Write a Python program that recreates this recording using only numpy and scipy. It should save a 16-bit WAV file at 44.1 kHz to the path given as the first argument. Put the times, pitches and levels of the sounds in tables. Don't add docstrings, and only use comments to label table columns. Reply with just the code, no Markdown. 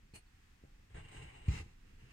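import sys
import numpy as np
from scipy import signal
from scipy.fft import rfft, irfft
from scipy.io import wavfile
from scipy.ndimage import uniform_filter1d

SR = 44100
rng = np.random.default_rng(int(sys.argv[2]) if len(sys.argv) > 2 else 0)


def bounce(signal):
    frames = np.transpose(np.atleast_2d(signal))
    limited = np.clip(frames, -1, 1)
    pcm = np.round(limited * 32767).astype(np.int16)
    wavfile.write(sys.argv[1], SR, pcm)


def amplitude_ratio(level_db):
    exponent = np.asarray(level_db, float) / 20
    return 10 ** exponent


N = 93800
LAG_MS = 0.604

# t/s, friction level/dB, desk shake level/dB
TOUCH_DRAG = [(.136, -89, -69), (.139, -65, -80), (.16, -54.5, -57), (.175, -63.5, -61), (.19, -65.5, -67),
              (.205, -90, -81), (.225, -98, -76)]
BITE_DRAG = [(0.901, -72, -63), (0.938, -73, -61), (0.947, -60.5, -45.5), (.975, -59, -48),
             (1.009, -63, -62), (1.043, -83, -58)]
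SCORE_DRAG = [(0.998, -67, -74), (1.044, -65.5, -68), (1.052, -65, -53), (1.083, -65.5, -68),
              (1.088, -60.5, -65), (1.108, -65, -58.5), (1.118, -59.5, -67.5), (1.175, -59.5, -51.5),
              (1.21, -61.5, -53), (1.224, -59, -49), (1.272, -64, -59), (1.332, -64.5, -74),
              (1.354, -61.5, -59), (1.412, -64.5, -66), (1.47, -62, -57.5), (1.483, -62.5, -54)]
PULL_DRAG = [(1.48, -65, -71), (1.484, -54, -71), (1.497, -58, -44), (1.53, -52.5, -47), (1.575, -53, -47),
             (1.611, -57.5, -49.5), (1.629, -67, -56), (1.67, -72.5, -63), (1.74, -77.5, -71.5)]
NEXT_DRAG = [(1.849, -85, -66.5), (1.9, -75.5, -76), (1.97, -85.5, -69.5), (2.0, -73.5, -73),
             (2.05, -74, -60.5), (2.095, -72, -72), (2.127, -63.5, -61.5)]
# f/Hz, level per Hz/dB
PULL_TONE = [(250, -12), (900, -5.5), (1440, -10.5), (2690, -5), (3300, -14), (7540, -15), (10200, -23),
             (15500, -42)]
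# f/Hz, width/Hz, lift/dB
PULL_RING = [(820, 62, 12.3), (1015, 40, 5), (1245, 68, 11.8), (1630, 130, 4), (2070, 110, 11.7),
             (2490, 33, 4.8), (2696, 180, 9), (3950, 120, 10), (4390, 80, 8.1), (5780, 98, 8.5),
             (7370, 350, 8.1)]


def unit(x):
    return x / np.sqrt(np.mean(x ** 2))


def on_log_axis(tone, outside=None):
    f = np.maximum(np.arange(N // 2 + 1) * SR / N, 1)
    tone = np.array(tone)
    return np.interp(np.log(f), np.log(tone[:, 0]), tone[:, 1], left=outside, right=outside)


def colour(x, tone, rings=(), patches=None):
    f = np.maximum(np.arange(N // 2 + 1) * SR / N, 1)
    spectrum = rfft(x) * amplitude_ratio(on_log_axis(tone, -90))
    out = irfft(spectrum, N)
    for k, (hz, width, db) in enumerate(rings):
        resonance = (amplitude_ratio(db) - 1) / (1 + (2 * (f - hz) / width) ** 2)
        lift = irfft(spectrum * resonance, N)
        swelling = patches is not None and db > 0
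        out = out + lift * (patches[k] if swelling else 1)
    return unit(out)


def walk(rate):
    k = int(SR / rate)
    steps = np.repeat(rng.standard_normal(N // k + 1), k)
    smooth = uniform_filter1d(uniform_filter1d(steps, k), k)
    return unit(smooth[:N])


def gain(rows, col):
    rows = np.array(rows)
    return amplitude_ratio(np.interp(np.arange(N) / SR, rows[:, 0], rows[:, col], left=-120, right=-120))


def pair(x, ms):
    left_db = 1
    f = np.arange(N // 2 + 1) * SR / N
    late = irfft(rfft(x) * np.exp(-2j * np.pi * f * ms / 1000), N)
    return np.array([x * amplitude_ratio(left_db / 2), late * amplitude_ratio(-left_db / 2)])


def floor():
    # f/Hz, level per Hz/dB
    hum_tone = [(12, -71), (20, 2.5), (59, -10.5), (76, -11.5), (107, -15.5), (134, -21.5), (210, -20.5),
                (568, -36), (700, -35), (910, -105), (1540, -120)]
    hiss_tone = [(290, -36), (500, -12), (666, -71), (716, 1), (1770, 2.5), (4130, -4), (7760, -7.5),
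                 (9770, -14.5), (16200, -16)]
    # f/Hz, width/Hz, lift/dB
    hiss_ring = [(1950, 400, 3), (2610, 280, 4.6), (8300, 430, 1.4)]
    hum_db, hiss_db = -61, -73
    alike_below_hz, hiss_alike = 900, 0.36
    n = rng.standard_normal((5, N))
    apart = signal.lfilter(*signal.butter(2, alike_below_hz, "high", fs=SR), n[1])
    swell = amplitude_ratio(1.94 * walk(9.4))
    hum = [colour(v + w * apart, hum_tone) * swell for v, w in zip(pair(n[0], 0.52), (1, -1))]
    hiss = []
    for shared, own in zip(pair(n[2], LAG_MS), n[3:]):
        side = colour(hiss_alike * shared + own, hiss_tone, hiss_ring)
        hiss.append(side * amplitude_ratio(0.94 * walk(6.71)))
    return amplitude_ratio(hum_db) * np.array(hum) + amplitude_ratio(hiss_db) * np.array(hiss)


def room(x):
    t60_s, level_db, low_cut_hz = .1, -7, 410
    t = np.arange(SR // 3) / SR
    tail = rng.standard_normal((2, len(t))) * amplitude_ratio(-60 * t / t60_s) * (t > .002)
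    tail = tail / np.sqrt(np.sum(tail ** 2, axis=1, keepdims=True))
    x = signal.lfilter(*signal.butter(2, low_cut_hz, "high", fs=SR), x)
    return amplitude_ratio(level_db) * signal.fftconvolve(x[None], tail, axes=1)[:, :N]


def strike(rows, modes):
    push, t = np.zeros(N), np.arange(N) / SR
    for s, db, ms, way in rows:
        contact = np.clip((t - s) * 1000 / ms, 0, 1)
        push += way * amplitude_ratio(db) * np.sin(np.pi * contact) ** 2
    ring = np.zeros(N)
    for hz, db, t60 in modes:
        ring += amplitude_ratio(db - 60 * t / t60) * np.cos(2 * np.pi * hz * t) * 2 * np.pi * hz / SR
    return push, signal.fftconvolve(push, ring[:SR // 2])[:N]


def desk():
    # t/s, level/dB, contact/ms, push direction
    knocks = [(.337, -62, 12, 0.88), (.788, -60.5, 12, 0.73), (0.945, -57, 7.5, 1), (.962, -53, 8.9, 0.92),
              (.978, -54.5, 4.8, 0.96), (1.028, -62, 8.6, 0.7), (1.145, -60, 9.1, 0.91),
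              (1.205, -63.5, 5.2, 0.8), (1.275, -51.5, 10.6, 0.49), (1.335, -65, 5.4, 0.81),
              (1.665, -59.5, 2.4, 0.48), (2.031, -58, 8.8, 0.31)]
    landing = [
        (1.4812, -30, 5.7, -1),
        (1.4848, -29.5, 9.3, 1),
        (1.5074, -29.4, 13, -1),
        (1.5348, -39.7, 5.9, 1),
        (1.5931, -46, 8.9, 1),
    ]
    taps = [(.1366, -42.5, 2.75, -0.42), (.6372, -47, 2.26, 0.66), (.65, -55.5, 1.86, 1),
            (.777, -67, 3.2, 0.52), (.945, -55.5, 2.9, 0.82), (.967, -47.5, 3, -0.49),
            (1.123, -53, 2, 0.69), (1.148, -47, 2, -0.69), (1.345, -59, 2.6, 0.35),
            (1.483, -40.5, 2.2, -0.56), (1.535, -44, 3.7, 0.97), (1.605, -49.5, 2.25, 1),
            (1.66, -51, 4.7, -0.82), (2.003, -70, 1.8, 0.39), (2.023, -58.5, 4.1, -0.95)]
    # f/Hz, level/dB, t60/s
    desk_modes = [(56.8, -15.4, .33), (82.7, 0, .18), (120.4, -4.6, .12), (152.5, -6.5, .23),
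                  (201.6, -18.8, .25), (304.7, -6.6, .15)]
    card_modes = [(76, -0.5, 0.088), (142, -8, 0.15), (196.7, -15.5, 0.22), (299, -17.5, 0.17),
                  (435.6, -19.5, 0.077), (535, -29.5, 0.45), (810, -16, 0.17)]
    # f/Hz, level per Hz/dB
    shake_tone = [(12, -7), (20, -6), (70, -9), (118, -3), (248, -29.5), (308, -23.5), (377, -24),
                  (500, -23), (650, -50), (1100, -120)]
    shake = colour(rng.standard_normal(N), shake_tone)
    all_drags = (TOUCH_DRAG, BITE_DRAG, SCORE_DRAG, PULL_DRAG, NEXT_DRAG)
    effort = sum(gain(rows, 2) for rows in all_drags)
    thumps = strike(knocks + landing, desk_modes)[1]
    pats = sum(strike(taps, card_modes))
    return thumps + pats + shake * effort


def fibres():
    clicks_per_s, spread_db, flutter_db = 12000, 1.6, 1.5
    u = rng.random((3, N))
    size = amplitude_ratio(-spread_db * np.log(u[1] + 1e-9))
    clicks = (u[0] < clicks_per_s / SR) * size * np.sign(u[2] - .5)
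    return clicks * amplitude_ratio(flutter_db * walk(60.23))


def blade():
    # t/s, level/dB, t60/s, ring f/Hz
    ticks = [(.1372, -63, .08, 4330), (.1378, -63, .05, 2750), (.149, -62, .05, 2900),
             (.154, -70, .05, 4350), (.164, -60, .09, 2850), (.170, -67, .05, 4360), (.178, -66, .08, 4330),
             (.2, -74, .04, 4370), (.263, -73, .04, 4400), (.269, -73, .04, 4400), (.9462, -59, .04, 2000),
             (.9677, -54, .05, 2050), (.994, -59, .04, 2800), (1.05, -61, .08, 2800),
             (1.056, -65, .05, 3150), (1.0864, -64, .04, 3000), (1.1667, -57, .05, 1600),
             (1.1667, -57, .05, 2850), (1.222, -59, .05, 2900), (1.3478, -61, .05, 2850),
             (1.4835, -50, .07, 2070), (1.4845, -52, .07, 2420), (1.519, -52, .12, 2100),
             (1.537, -55, .1, 2700), (1.553, -52, .06, 2000), (1.553, -54, .08, 2720),
             (1.576, -52, .05, 2050), (1.575, -53, .07, 2710), (1.601, -53, .04, 2650)]
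    rise_s, crack_db = 0.0006, -12
    crack = amplitude_ratio(crack_db) * colour(fibres(), PULL_TONE, PULL_RING)
    out = 0
    for s, db, t60, hz in ticks:
        t = np.arange(N) / SR - s
        envelope = amplitude_ratio(db - 60 * np.clip(t, 0, 1) / t60) * np.clip(t / rise_s, 0, 1)
        out = out + envelope * (np.sin(2 * np.pi * hz * t) + crack)
    return out


def drags(patches):
    # f/Hz, level per Hz/dB
    touch_tone = [(300, 3), (900, -15.5), (3050, -10), (3500, -19), (5200, -17.5), (9600, -9.5),
                  (10600, -22), (15000, -25)]
    bite_tone = [(300, -0.5), (800, -4), (1440, -8.5), (2100, -11.5), (3900, -16.5), (5000, -33),
                 (8500, -15.5), (9800, -32)]
    score_tone = [(250, -2.5), (1300, -14.5), (3050, -9.5), (3250, -19), (5300, -26), (8400, -15.5),
                  (10000, -35), (15000, -41)]
    next_tone = [(410, -12), (900, -5), (2080, -1), (2780, 3.5), (3380, -12), (4200, -10), (8000, -17.5),
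                 (15000, -32)]
    # f/Hz, width/Hz, lift/dB
    touch_ring = [(850, 200, 7), (2460, 130, 14.5), (2800, 240, 9.5), (3300, 250, -28), (4310, 90, 21),
                  (6200, 120, 5), (8230, 150, 11), (8800, 170, 6), (9630, 300, 6.5)]
    score_ring = [(837, 150, 8.9), (1041, 17, 13.6), (1582, 24, 9.2), (2100, 500, 8), (2780, 125, 9.6),
                  (2980, 35, 8.4), (3900, 350, 8.8), (7630, 190, 5.2), (8800, 760, 5.4)]
    treble_hz, treble_slope, effort_at_db = 3500, 1.2, -60
    strokes = [(TOUCH_DRAG, touch_tone, touch_ring), (SCORE_DRAG, score_tone, score_ring),
               (PULL_DRAG, PULL_TONE, PULL_RING), (NEXT_DRAG, next_tone, ()),
               (BITE_DRAG, bite_tone, score_ring[2:5])]
    out = 0
    for rows, tone, ring in strokes:
        friction = colour(fibres(), tone, ring, patches)
        effort = gain(rows, 1)
        body = signal.filtfilt(*signal.butter(2, treble_hz, fs=SR), friction)
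        lift = (effort / amplitude_ratio(effort_at_db)) ** treble_slope if rows is SCORE_DRAG else 1
        out = out + effort * (body + lift * (friction - body))
    return out


def scene():
    patches = amplitude_ratio(2 * np.array([walk(35) for _ in PULL_RING]))
    cut, ticks, table = drags(patches), blade(), desk()
    own = np.array([drags(patches), drags(patches)])
    wide = signal.lfilter(*signal.butter(2, 900, "high", fs=SR), own)
    direct = pair(cut, LAG_MS) + ticks + wide + pair(table, 0.38)
    return direct + room(cut + ticks + table) + floor()


def roll_off(x):
    return signal.sosfilt(signal.butter(12, 15700, fs=SR, output="sos"), x)


def record(dry):
    # f/Hz, level/dB
    lean = [(150, -1), (220, -1.5), (700, 3.5), (1300, 0), (2400, -1.5), (5000, 0), (9000, -1),
            (14000, -0.5)]
    tilt = amplitude_ratio(np.outer([.5, -.5], on_log_axis(lean)))
    leaning = irfft(rfft(dry) * tilt, N)
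    mix = signal.lfilter(*signal.butter(1, 15, "high", fs=SR), leaning)
    return roll_off(mix)


dry = scene()
out = record(dry)
bounce(out)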